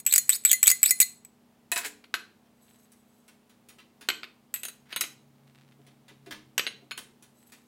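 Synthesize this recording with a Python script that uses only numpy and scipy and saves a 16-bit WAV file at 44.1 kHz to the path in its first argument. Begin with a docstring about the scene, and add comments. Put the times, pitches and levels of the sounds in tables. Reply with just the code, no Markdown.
"""A kitchen counter, with a china dish close to the microphone and a low appliance hum behind.
A steel spoon scrapes the dish in six quick strokes, as random clicks that ring modes and a gliding
squeak, and is put down with a clatter. Farther off, small bowls of spice are lifted, tipped out and
set down, clinking against their neighbours: noise bursts plus decaying modes. Grains hiss and patter.
A short room echo follows, and a distant motor drones past twice."""
import sys
import numpy as np
from scipy import signal
from scipy.fft import rfft, irfft
from scipy.io import wavfile

SR = 44100
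rng = np.random.default_rng(int(sys.argv[2]) if len(sys.argv) > 2 else 0)


def master_out(mix):
    """Clip the mix to full scale and print it as 16-bit PCM to the path in sys.argv[1]."""
    frames = np.transpose(np.atleast_2d(mix))
    ceiling = np.clip(frames, -1, 1)
    pcm = np.round(ceiling * 32767).astype(np.int16)
    wavfile.write(sys.argv[1], SR, pcm)


N = 338247

# Spoon strokes from the floor of the dish up to its rim. Each row: landing in seconds, landing in dB,
# hardness (extra crack) in dB, leaving the rim in seconds, flick off the rim in dB, scrape in dB,
# squeak pitch in Hz at the start and at the end. Levels are relative.
STROKES = [(0.0641, -16, 1.5, 0.18, -14, -31.5, 2807, 5300),
           (.293, -12, -1.5, 0.36, -31, -29.5, 2700, 5200),
           (0.4503, -11, -3, 0.53, -14.5, -28.5, 3586, 3300),
           (0.6295, -13, 2.5, .7138, -15.5, -25.5, 2955, 4900),
           (0.8302, -11, -15, .9079, -13.5, -28, 3200, 5500),
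           (1.002, -11, 6, 1.015, -15, -24.5, 3848, 4800)]
# Ringing of the dish's floor and rim, then of a spice bowl's floor and rim.
# Each row: pitch in Hz, relative level in dB, free decay by 60 dB in seconds.
DISH_FLOOR_MODES = [(7500, -2, 0.0052), (7900, 3, 0.031), (8050, -6, .035), (7550, -13, 0.027),
                    (12660, -3.5, 0.0091), (13174, -2, 0.023), (13050, -19, 0.085)]
DISH_RIM_MODES = [(2030, -15, .1), (4190, -20, .28), (4600, -13, .04), (6765, 0, .09), (9890, 1, .045),
                  (9910, -12, .19), (13540, -2, .06), (13720, -6, .04)]
BOWL_FLOOR_MODES = [(7980, 6, 0.037), (7580, -24.5, 0.29), (12900, 2.5, 0.063), (13100, -4.5, .07)]
BOWL_RIM_MODES = [(1890, -16, .2), (3960, -2, .19), (4750, -3, .045), (6480, -4, .18), (9600, -1, .1),
                  (9740, -3, .06), (13330, -1, .05)]
# Colours of contact noise: spoon knock, spoon thud on the counter, china knock, sharp treble crack,
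# and the body and treble of a soft touch. Each row: frequency in Hz, relative level in dB per Hz.
SPOON_KNOCK = [(60, -29.5), (300, -25), (800, -16), (1400, -5.5), (2300, 6.5), (3500, -5), (5000, -4.5),
               (7000, -14.5), (16000, -26.5)]
SPOON_THUD = [(60, -40), (130, -32), (270, -11), (500, -9.5), (850, -7.5), (1250, -5.5), (1700, 4.5),
              (3000, -5), (4500, -5.5), (7000, -14), (16000, -40)]
CHINA_KNOCK = [(60, -36.5), (150, -16), (300, -6.5), (900, -8), (1300, 0.5), (2600, 5), (3400, 1.5),
               (4600, -0.5), (6000, -23.5), (9000, -24.5), (16000, -43.5)]
CRACK = [(500, -44), (3500, -12), (5500, -7), (7300, 4.5), (9000, -1), (11500, -3), (14000, -2),
         (16000, -10)]
TOUCH_BODY = [(60, -13), (200, 0.5), (400, -0.5), (600, -5), (1300, 0.5), (2200, 2.5), (3800, -0.5),
              (6000, -9.5), (16000, -21)]
TOUCH_TREBLE = [(500, -55), (3000, -19), (5500, -0.5), (10000, 5.5), (14000, -5.5), (16000, 2)]


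def amp(db):
    """Decibels to gain."""
    return 10 ** (np.asarray(db) / 20)


def unit(x):
    """Scales to rms 1."""
    return x / np.sqrt(np.mean(x ** 2) + 1e-20)


def unit_attack(x):
    """Scales so that the first 6 ms have rms 1."""
    return x / np.sqrt(np.mean(x[:265] ** 2) + 1e-20)


def read(points, hz):
    """Reads a table on a log-frequency axis."""
    f, value = np.transpose(points)
    return np.interp(np.log(hz + 1), np.log(f), value)


def add(mix, s, sound):
    """Mixes a sound in at time s."""
    part = mix[round(s * SR):][:len(sound)]
    part += sound[:len(part)]


def drift(rate_hz, count=N):
    """Slow random wander, of rms 1 over the whole length."""
    hz = np.fft.rfftfreq(N, 1 / SR)
    return unit(irfft(rfft(rng.standard_normal(N)) * np.exp(-(hz / rate_hz) ** 2), N))[:count]


def colour(x, spectrum):
    """Causal (minimum-phase) filter with the given spectrum."""
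    size = 2048
    log_gain = np.log(amp(read(spectrum, abs(np.fft.fftfreq(size, 1 / SR)))))
    impulse = np.fft.ifft(np.exp(np.conj(signal.hilbert(log_gain)))).real
    return signal.fftconvolve(x, impulse[:size // 2])[:len(x)]


def resonate(x, hz, width):
    """A resonance of gain 1 that follows the curve hz."""
    turn = np.exp(2j * np.pi * np.cumsum(hz) / SR)
    r = np.exp(-np.pi * width / SR)
    return 2 * (turn * signal.lfilter([1 - r], [1, -r], x / turn)).real


def ring(modes, shift_hz=0, tilt_db=0, spread=1):
    """Decaying modes, tilted per octave; balance and tuning vary a little at random with each contact."""
    hz, db, t60 = np.transpose(modes)[:, :, None]
    level, tuning, phase = rng.standard_normal((3, len(hz), 1))
    t = np.arange(SR // 3) / SR
    tuned_hz = (hz + shift_hz) * (1 + .0015 * spread * tuning)
    waves = np.sin(2 * np.pi * (tuned_hz * t + phase))
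    rise = 1 - np.exp(-t / 0.00021)
    strength = db + tilt_db * np.log2(hz / hz[0]) + level
    return unit_attack(rise * (amp(strength - 60 * t / t60) * waves).sum(0))


def burst(spectrum, t60):
    """A contact shaking many dense, heavily damped modes: coloured, decaying noise."""
    t = np.arange(SR // 3) / SR
    return unit_attack(colour(rng.standard_normal(len(t)) * amp(-60 * t / t60), spectrum))


def slipping(count, per_s):
    """Random tiny clicks of uneven size."""
    return (rng.standard_normal(SR) * (rng.random(SR) < per_s / SR))[:count]


def room(x, wet_db, early_db):
    """First reflections from counter and walls, then a short diffuse tail."""
    # Decay of the kitchen's echo. Each row: frequency in Hz, decay by 60 dB in seconds.
    echo_t60 = [(200, 1), (700, 0.35), (1800, 0.32), (4500, 0.34), (9000, 0.3), (15000, 0.22)]
    t = np.arange(SR // 2) / SR
    scatter = rng.standard_normal(len(t)) * np.clip((t - .004) / 0.0027, 0, 1)
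    hz, when, z = signal.stft(scatter, SR, nperseg=256)
    fade = amp(-60 * when / read(echo_t60, hz)[:, None])
    tail = signal.istft(z * fade, SR, nperseg=256)[1][:len(t)]
    early = np.zeros(len(t))
    early[(rng.uniform(.002, .016, size=12) * SR).astype(int)] = rng.choice([-1, 1], size=12)
    echo = amp(wet_db) * tail / np.linalg.norm(tail)
    echo += amp(early_db) * early / np.linalg.norm(early)
    return x + signal.fftconvolve(x, echo)[:N]


def kitchen_air(air_db=-66, waver=.25):
    """Soft hiss of filtered noise, and an appliance hum of tones with wavering phase."""
    # Colour of the room's hiss. Each row: frequency in Hz, relative level in dB per Hz.
    air_spectrum = [(25, -39), (60, -18), (120, -9.5), (230, -9.5), (400, -15), (800, -15.5), (1500, -24),
                    (3000, -27), (6000, -32), (15500, -34.5)]
    # Tones of the appliance. Each row: pitch in Hz, level in dB.
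    hum_tones = [(210, -70.5), (240, -67.5), (315, -80), (420, -77.5)]
    t, hz = np.arange(N) / SR, np.fft.rfftfreq(N, 1 / SR)
    air = unit(irfft(rfft(rng.standard_normal(N)) * amp(read(air_spectrum, hz)), N))
    hum = sum(amp(db) * unit(np.sin(2 * np.pi * f * t + waver * drift(3.4))) for f, db in hum_tones)
    return amp(air_db) * air + hum


def distant_motor(flutter=.4):
    """A low, fluttering tone that swells and fades while its pitch glides."""
    # Passes of the motor. Each row: nearest point in seconds, level in dB, half-width in seconds,
    # pitch at the nearest point in Hz, glide in Hz per second.
    passes = [(.1, -69.5, .9, 139.3, 25), (5.9, -61.5, 0.79, 137, -2.5)]
    out = np.zeros(N)
    for s, db, width, hz, glide in passes:
        t = np.arange(N) / SR - s
        turn = 2 * np.pi * (hz + glide * t / 2) * t
        tone = unit((1 + flutter * drift(13)) * np.sin(turn) + flutter * drift(7) * np.cos(turn))
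        out += amp(db) * tone / (1 + (t / width) ** 2)
    return out


def taps():
    """Dull touches that do not ring: short noise bursts, heard mostly through the room."""
    # Soft handling. Each row: start in seconds, body in relative dB, treble in relative dB.
    touches = [(2.456, -75, -89.5), (2.919, -69, -54), (3.28, -60, -53), (3.495, -65.5, -60.5),
               (3.687, -57.5, -47.5), (3.785, -56.5, -64.5), (4.01, -53, -49), (4.857, -69, -78),
               (5.866, -62, -59.5), (6.081, -56, -59), (6.261, -57.5, -60), (6.309, -42, -46.5),
               (6.976, -46, -37.5), (7.225, -62, -50.5), (7.521, -56, -48.5)]
    out = np.zeros(N)
    for s, body_db, treble_db in touches:
        add(out, s, amp(body_db + 1) * burst(TOUCH_BODY, 0.1))
        add(out, s, amp(treble_db - 4) * burst(TOUCH_TREBLE, 0.039))
    return out


def bumps(soft_s=0.0049):
    """Soft contacts reach only a few low, damped modes."""
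    # Spice landing and hands on the counter. Each row: start in seconds, level in dB before softening.
    soft_landings = [(1.855, -45.5), (5.009, -49), (5.789, -54.5), (5.87, -58.5), (6.11, -58), (6.266, -46),
                     (6.299, -60), (6.819, -54)]
    # Low modes they excite. Each row: pitch in Hz, relative level in dB, decay by 60 dB in seconds.
    low_modes = [(303, -4, 0.45), (405, 3, 0.11), (536, -15, 0.33), (710, -1.5, 0.093)]
    out, t = np.zeros(N), np.arange(SR // 3) / SR
    for s, db in soft_landings:
        add(out, s, amp(db) * ring(low_modes, spread=24) * (1 - np.exp(-t / soft_s)))
    return out


def pouring(grains_per_s=1200, china_db=-3, clumps_per_s=90, patchy_db=3):
    """Grains slide over the glaze with a patchy hiss and faintly ring the bowl; clumps patter onto the food."""
    # Surges of spice out of a tilted bowl. Each row: peak in seconds, half-width in seconds,
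    # hiss in relative dB, patter in dB.
    surges = [(2.74, .1, -64.5, -73), (3.12, .14, -72.5, -91.5), (5.62, 0.18, -85, -67.5),
              (5.87, 0.05, -79.5, -74), (7.49, 0.11, -67, -73.5)]
    t = np.arange(N) / SR
    grains = rng.standard_normal(N) * (rng.random(N) < grains_per_s / SR)
    clumps = rng.standard_normal(N) * (rng.random(N) < clumps_per_s / SR)
    finger_damping = np.exp(-np.arange(SR // 3) / SR / 0.017)
    held_rim = 0.5 * ring(BOWL_RIM_MODES) * finger_damping
    china = signal.fftconvolve(grains, ring(BOWL_FLOOR_MODES) + held_rim)[:N]
    hiss = amp(-7) * unit(colour(grains, TOUCH_TREBLE)) + amp(china_db) * unit(china)
    hiss *= amp(patchy_db * drift(27))
    patter = unit(colour(clumps, TOUCH_BODY))
    out = np.zeros(N)
    for s, width, hiss_db, patter_db in surges:
        surge = np.exp2(-((t - s) / width) ** 2)
        out += surge * (amp(hiss_db) * hiss + amp(patter_db) * patter)
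    return out


def dragging(slips_per_s=1500, treble_db=-9):
    """A short, gritty slide over stone: random slips coloured as thud and crack."""
    # China or steel dragged over the counter. Each row: start and end in seconds,
    # relative level in dB at the start and at the end.
    slides = [(1.73, 1.762, -49, -56), (1.789, 1.848, -46, -38.5), (4.886, 4.932, -59, -42)]
    out = np.zeros(N)
    for start, end, db0, db1 in slides:
        count = max(int((end - start) * SR), SR // 100)
        slips = slipping(count, slips_per_s)
        sound = unit(colour(slips, SPOON_THUD)) + amp(treble_db) * unit(colour(slips, CRACK))
        level = amp(np.linspace(db0, db1, count) - 2.5)
        add(out, start, sound * level * signal.windows.tukey(count, .2))
    return out


def rim_ring(hardness_db, shift_hz=0):
    """The rim of a small bowl; a softer contact favours its low modes."""
    tilt_db = .25 * np.clip(hardness_db + 6, -20, 20)
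    return ring(BOWL_RIM_MODES, shift_hz, tilt_db)


def bowl_on_bowl(floor_db=5, rim_db=-6, ring_per_db=0.5633, held_t60=0.55):
    """A bowl being picked up nudges the bowls beside it; harder contacts ring more."""
    # Bowls touching. Each row: start in seconds, knock in relative dB, hardness in dB,
    # place from floor 0 to rim 1.
    nudges = [(2.681, -64.5, -12.5, .95), (4.5402, -36.5, 12, 0.059), (4.5607, -41.5, 8, 0.7),
              (4.6332, -38, 11.5, 0.77), (4.6518, -38.5, 14.5, 1), (4.684, -43.5, 13.5, 1),
              (4.927, -33, -13, .98), (4.9615, -29, 5.5, 0.89), (5.0091, -33, 17, 1), (5.0132, -31.5, 4, 1),
              (5.0372, -34.5, -32, 0.79)]
    out = np.zeros(N)
    for s, db, hardness_db, place in nudges:
        contact = amp(-0.5) * burst(CHINA_KNOCK, 0.046) + amp(hardness_db - 11.5) * burst(CRACK, 0.017)
        china = (1 - place) * amp(floor_db) * ring(BOWL_FLOOR_MODES)
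        china += place * amp(rim_db) * rim_ring(hardness_db)
        china *= amp(-60 * np.arange(len(china)) / SR / held_t60)  # the hand shortens the ring
        add(out, s, amp(db) * (contact + amp(ring_per_db * hardness_db) * china))
    return out


def foot_knock(hardness_db, hollow_db, hollow_per_db=0.3):
    """China on stone: the harder the contact, the more it cracks and rings the bowl's foot and floor."""
    # Hollow note of the foot. Each row: pitch in Hz, relative level in dB, decay by 60 dB in seconds.
    foot_modes = [(1134, -5.5, 0.039), (1293, -2.5, 0.024), (1528, 2, 0.0346)]
    # Crack of china on stone. Each row: frequency in Hz, relative level in dB per Hz.
    stone_crack = [(500, -35), (3500, -20), (5500, 8), (7300, 4.5), (9500, -11), (11500, -29), (14000, -25),
                   (16000, -20.5)]
    hollow = colour(ring(foot_modes, spread=8.2), [(100, -24.5), (900, -0.5)])  # thins the lows
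    knock = amp(-1) * burst(CHINA_KNOCK, 0.023)
    knock += amp(hollow_db + hollow_per_db * hardness_db) * hollow
    sharp = amp(-7) * burst(stone_crack, 0.015) + amp(-8) * ring(BOWL_FLOOR_MODES)
    return knock + amp(hardness_db) * sharp


def set_down(rock_hardness_db=-19):
    """A bowl's foot knocks on stone, then rocks onto its other edge."""
    # China set down. Each row: start in seconds, knock in relative dB, hardness in dB, rim ring in dB,
    # delay of the second edge in seconds, its knock in relative dB, bowl size.
    landings = [(2.0409, -50.5, -13, -69, 0.0036, -59, "small"),
                (2.1406, -23.5, -7.5, -41.5, .0095, -33.5, "small"),
                (4.0875, -20, -4, -57, 0.014, -24.5, "large"),
                (4.2322, -34.5, -20, -65, 0.0094, -40, "large"),
                (5.0105, -34, 11, -35.5, .005, -35.5, "large"),
                (6.5793, -21, 2.5, -40.5, .0153, -22, "large"),
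                (6.6666, -26, -44, -41.5, .007, -31, "large"),
                (6.91, -36.5, -36, -43.5, .0067, -32.5, "small"),
                (6.9783, -39.5, -1.5, -62, 0.0054, -63, "small")]
    # For each bowl size: rise of the rim modes in Hz, hollow note of the foot in relative dB.
    sizes = {"large": (0, -9.5), "small": (320, -4)}
    out = np.zeros(N)
    for s, db, hardness_db, rim_db, rock_s, rock_db, size in landings:
        shift_hz, hollow_db = sizes[size]
        add(out, s, amp(db) * foot_knock(hardness_db, hollow_db))
        add(out, s, amp(rim_db) * rim_ring(hardness_db, shift_hz))
        add(out, s + rock_s, amp(rock_db) * foot_knock(rock_hardness_db, hollow_db))
    return out


def spoon_dropped(handle_lag_s=.005, handle_db=-4):
    """The spoon bounces, its bowl landing just before its handle, buzzing at each contact."""
    # Bounces on the counter. Each row: start in seconds, strength in relative dB, hardness in dB,
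    # ring in dB relative to the strength.
    bounces = [(1.7171, -23, -4, 0), (1.7602, -22, -16, -6.5), (1.776, -25, -3, -5.5),
               (1.8474, -26.5, -11, -10.5), (1.859, -31.5, -2.5, -22)]
    # Ringing of the steel. Each row: pitch in Hz, relative level in dB, decay by 60 dB in seconds.
    steel_modes = [(506, -25, .14), (694, -3.5, 0.092), (1009, -1, 0.064), (1820, 3, 0.044),
                   (2550, 8, 0.099), (3960, 5, 0.062), (9860, 1, 0.23), (10200, 1, 0.079),
                   (13550, -13, .07)]
    out = np.zeros(N)
    for s, db, hardness_db, ring_db in bounces:
        contact = amp(-8.5) * burst(SPOON_THUD, 0.048) + amp(hardness_db - 2.5) * burst(CRACK, 0.098)
        handle = amp(-5.5) * burst(SPOON_THUD, 0.078) + amp(ring_db + 0.5) * ring(steel_modes)
        add(out, s, amp(db) * (contact + amp(ring_db - 3) * ring(DISH_FLOOR_MODES)))
        add(out, s + handle_lag_s, amp(db + handle_db) * handle)
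    return out


def singing(from_s=.5, peak_db=-27.5, swell_s=0.011, t60=0.091):
    """Freed from the spoon, the tipped-up dish's lowest mode swells and fades."""
    out, t = np.zeros(N), np.arange(SR // 3) / SR
    shape = (1 - np.exp(-t / swell_s)) * amp(-60 * t / t60)
    tone = np.sin(2 * np.pi * DISH_RIM_MODES[0][0] * t)
    for _, _, _, leaves, *_ in STROKES:
        if leaves > from_s:
            add(out, leaves, amp(peak_db) * shape / shape.max() * tone)
    return out


def scraping(slips_per_s=2500, squeak_db=-4, grit_db=-10, china_db=-2, squeak_width_hz=600,
             flutes_per_s=120, stumble=.05, patchy_db=4, delay_s=.012, swell_db=1.5):
    """Steel sticks and slips on the glaze: tiny clicks ring the dish and a rough, gliding squeak."""
    out, unsteady = np.zeros(N), drift(90)
    for lands, _, _, leaves, _, db, hz0, hz1 in STROKES:
        start = lands + delay_s
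        count = max(int((leaves - start) * SR), SR // 50)
        t, climb = np.arange(count) / SR, np.linspace(0, 1, count)
        flute_hz = flutes_per_s * rng.uniform(.9, 1.1)
        flutes = 1 + 0.33 * np.sin(2 * np.pi * (flute_hz * t + rng.random()))
        slips = slipping(count, slips_per_s) * flutes

        china = signal.fftconvolve(slips, ring(DISH_FLOOR_MODES))[:count]
        # the rim joins in as the spoon nears it
        china += 0.23 * climb * signal.fftconvolve(slips, ring(DISH_RIM_MODES))[:count]

        # flutes and an unsteady hand bend the squeak
        bend = 0.17 * (flutes - 1) + stumble * unsteady[round(start * SR):][:count]
        hz = (hz0 + (hz1 - hz0) * climb) * (1 + bend)
        squeak = resonate(resonate(slips, hz, squeak_width_hz), hz, squeak_width_hz)
        squeak += 0.8 * resonate(resonate(slips, 2 * hz, squeak_width_hz), 2 * hz, squeak_width_hz)
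        squeak *= (0.47 + climb) * amp(patchy_db * drift(70, count))

        grit = (0.18 + climb) * unit(colour(slips, CRACK)) + 0.43 * unit(colour(slips, SPOON_KNOCK))
        sound = amp(china_db) * unit(china) + amp(squeak_db) * unit(squeak) + amp(grit_db) * grit
        pressure = amp(db + swell_db * (climb - .5))  # presses harder towards the rim
        add(out, start, sound * pressure * signal.windows.tukey(count, .15))
    return out


def damping(s, pressed_t60=.07):
    """A ring started at time s is choked for as long as the spoon presses on the dish."""
    t = s + np.arange(SR // 3) / SR
    pressed = sum((t > lands) & (t < leaves) for lands, _, _, leaves, *_ in STROKES)
    return amp(-60 * np.cumsum(pressed) / SR / pressed_t60)


def dish_blow(s, db, place, hardness_db=0):
    """The nearer the rim, the sharper the crack and the more the rim rings instead of the floor."""
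    # knock, crack, floor ring and rim ring in dB, for a blow of 0 dB
    at_floor = np.array([-15, -12.5, 0, -22.5])
    at_rim = np.array([-16, -5, -7.5, 1])
    knock, crack, floor, rim = db + at_floor + place * (at_rim - at_floor)
    contact = amp(knock) * burst(SPOON_KNOCK, 0.027) + amp(crack + hardness_db) * burst(CRACK, 0.029)
    china = amp(floor) * ring(DISH_FLOOR_MODES, spread=6.1)
    china += amp(rim) * ring(DISH_RIM_MODES, tilt_db=3.1, spread=0.48) * damping(s)
    return s, contact + china


def spoon_on_dish(graze_s=0.013, graze_db=-33, skip_s=0.0081, skip_db=-6):
    """The spoon grazes and lands on the dish's floor, skips, catches on the fluted wall, flicks off the rim."""
    # Catches on the wall; the first row only sets the dish faintly ringing as the sound begins. Each row: start
    # in seconds, strength in relative dB, place from floor 0 to rim 1.
    wall_catches = [(.0005, -39, .7), (.1252, -15.5, .4), (.138, -12, .1), (.1597, -13, .8), (.33, -25, .3),
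                    (.4946, -28, .6), (.5143, -12, .85), (.6698, -10.5, .5), (.6775, -8, .55),
                    (.6901, -19.5, .75), (.7016, -13.5, .8), (.8596, -15.5, .15), (1.2492, -42.5, 0.19)]
    out = np.zeros(N)
    for lands, db, hardness_db, leaves, flick_db, *_ in STROKES:
        add(out, *dish_blow(lands - graze_s, db + graze_db, .2))
        add(out, *dish_blow(lands, db, 0, hardness_db))
        add(out, *dish_blow(lands + skip_s, db + skip_db, 0.091, hardness_db))
        add(out, *dish_blow(leaves, flick_db, 0.88))
    for s, db, place in wall_catches:
        add(out, *dish_blow(s, db, place))
    return out


def scene():
    """The dish is close to the microphone; the counter lies farther off and sounds wetter."""
    background = kitchen_air() + distant_motor()
    far = room(taps(), wet_db=-0.5, early_db=1)
    on_counter = bumps() + pouring() + dragging() + bowl_on_bowl() + set_down() + spoon_dropped()
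    counter = room(on_counter, wet_db=-10.5, early_db=-9.5)
    near = room(singing() + scraping() + spoon_on_dish(), wet_db=-17, early_db=-22.5)
    return (background + far + counter + near)[None]


def record(dry):
    """Peaks beyond full scale clip; then a lowpass limits the band."""
    lowpass = signal.firwin(255, 16100, window=("kaiser", 8), fs=SR)  # edge in Hz
    return signal.oaconvolve(np.clip(dry, -1, 1), lowpass[None], "same")


dry = scene()
out = record(dry)
master_out(out)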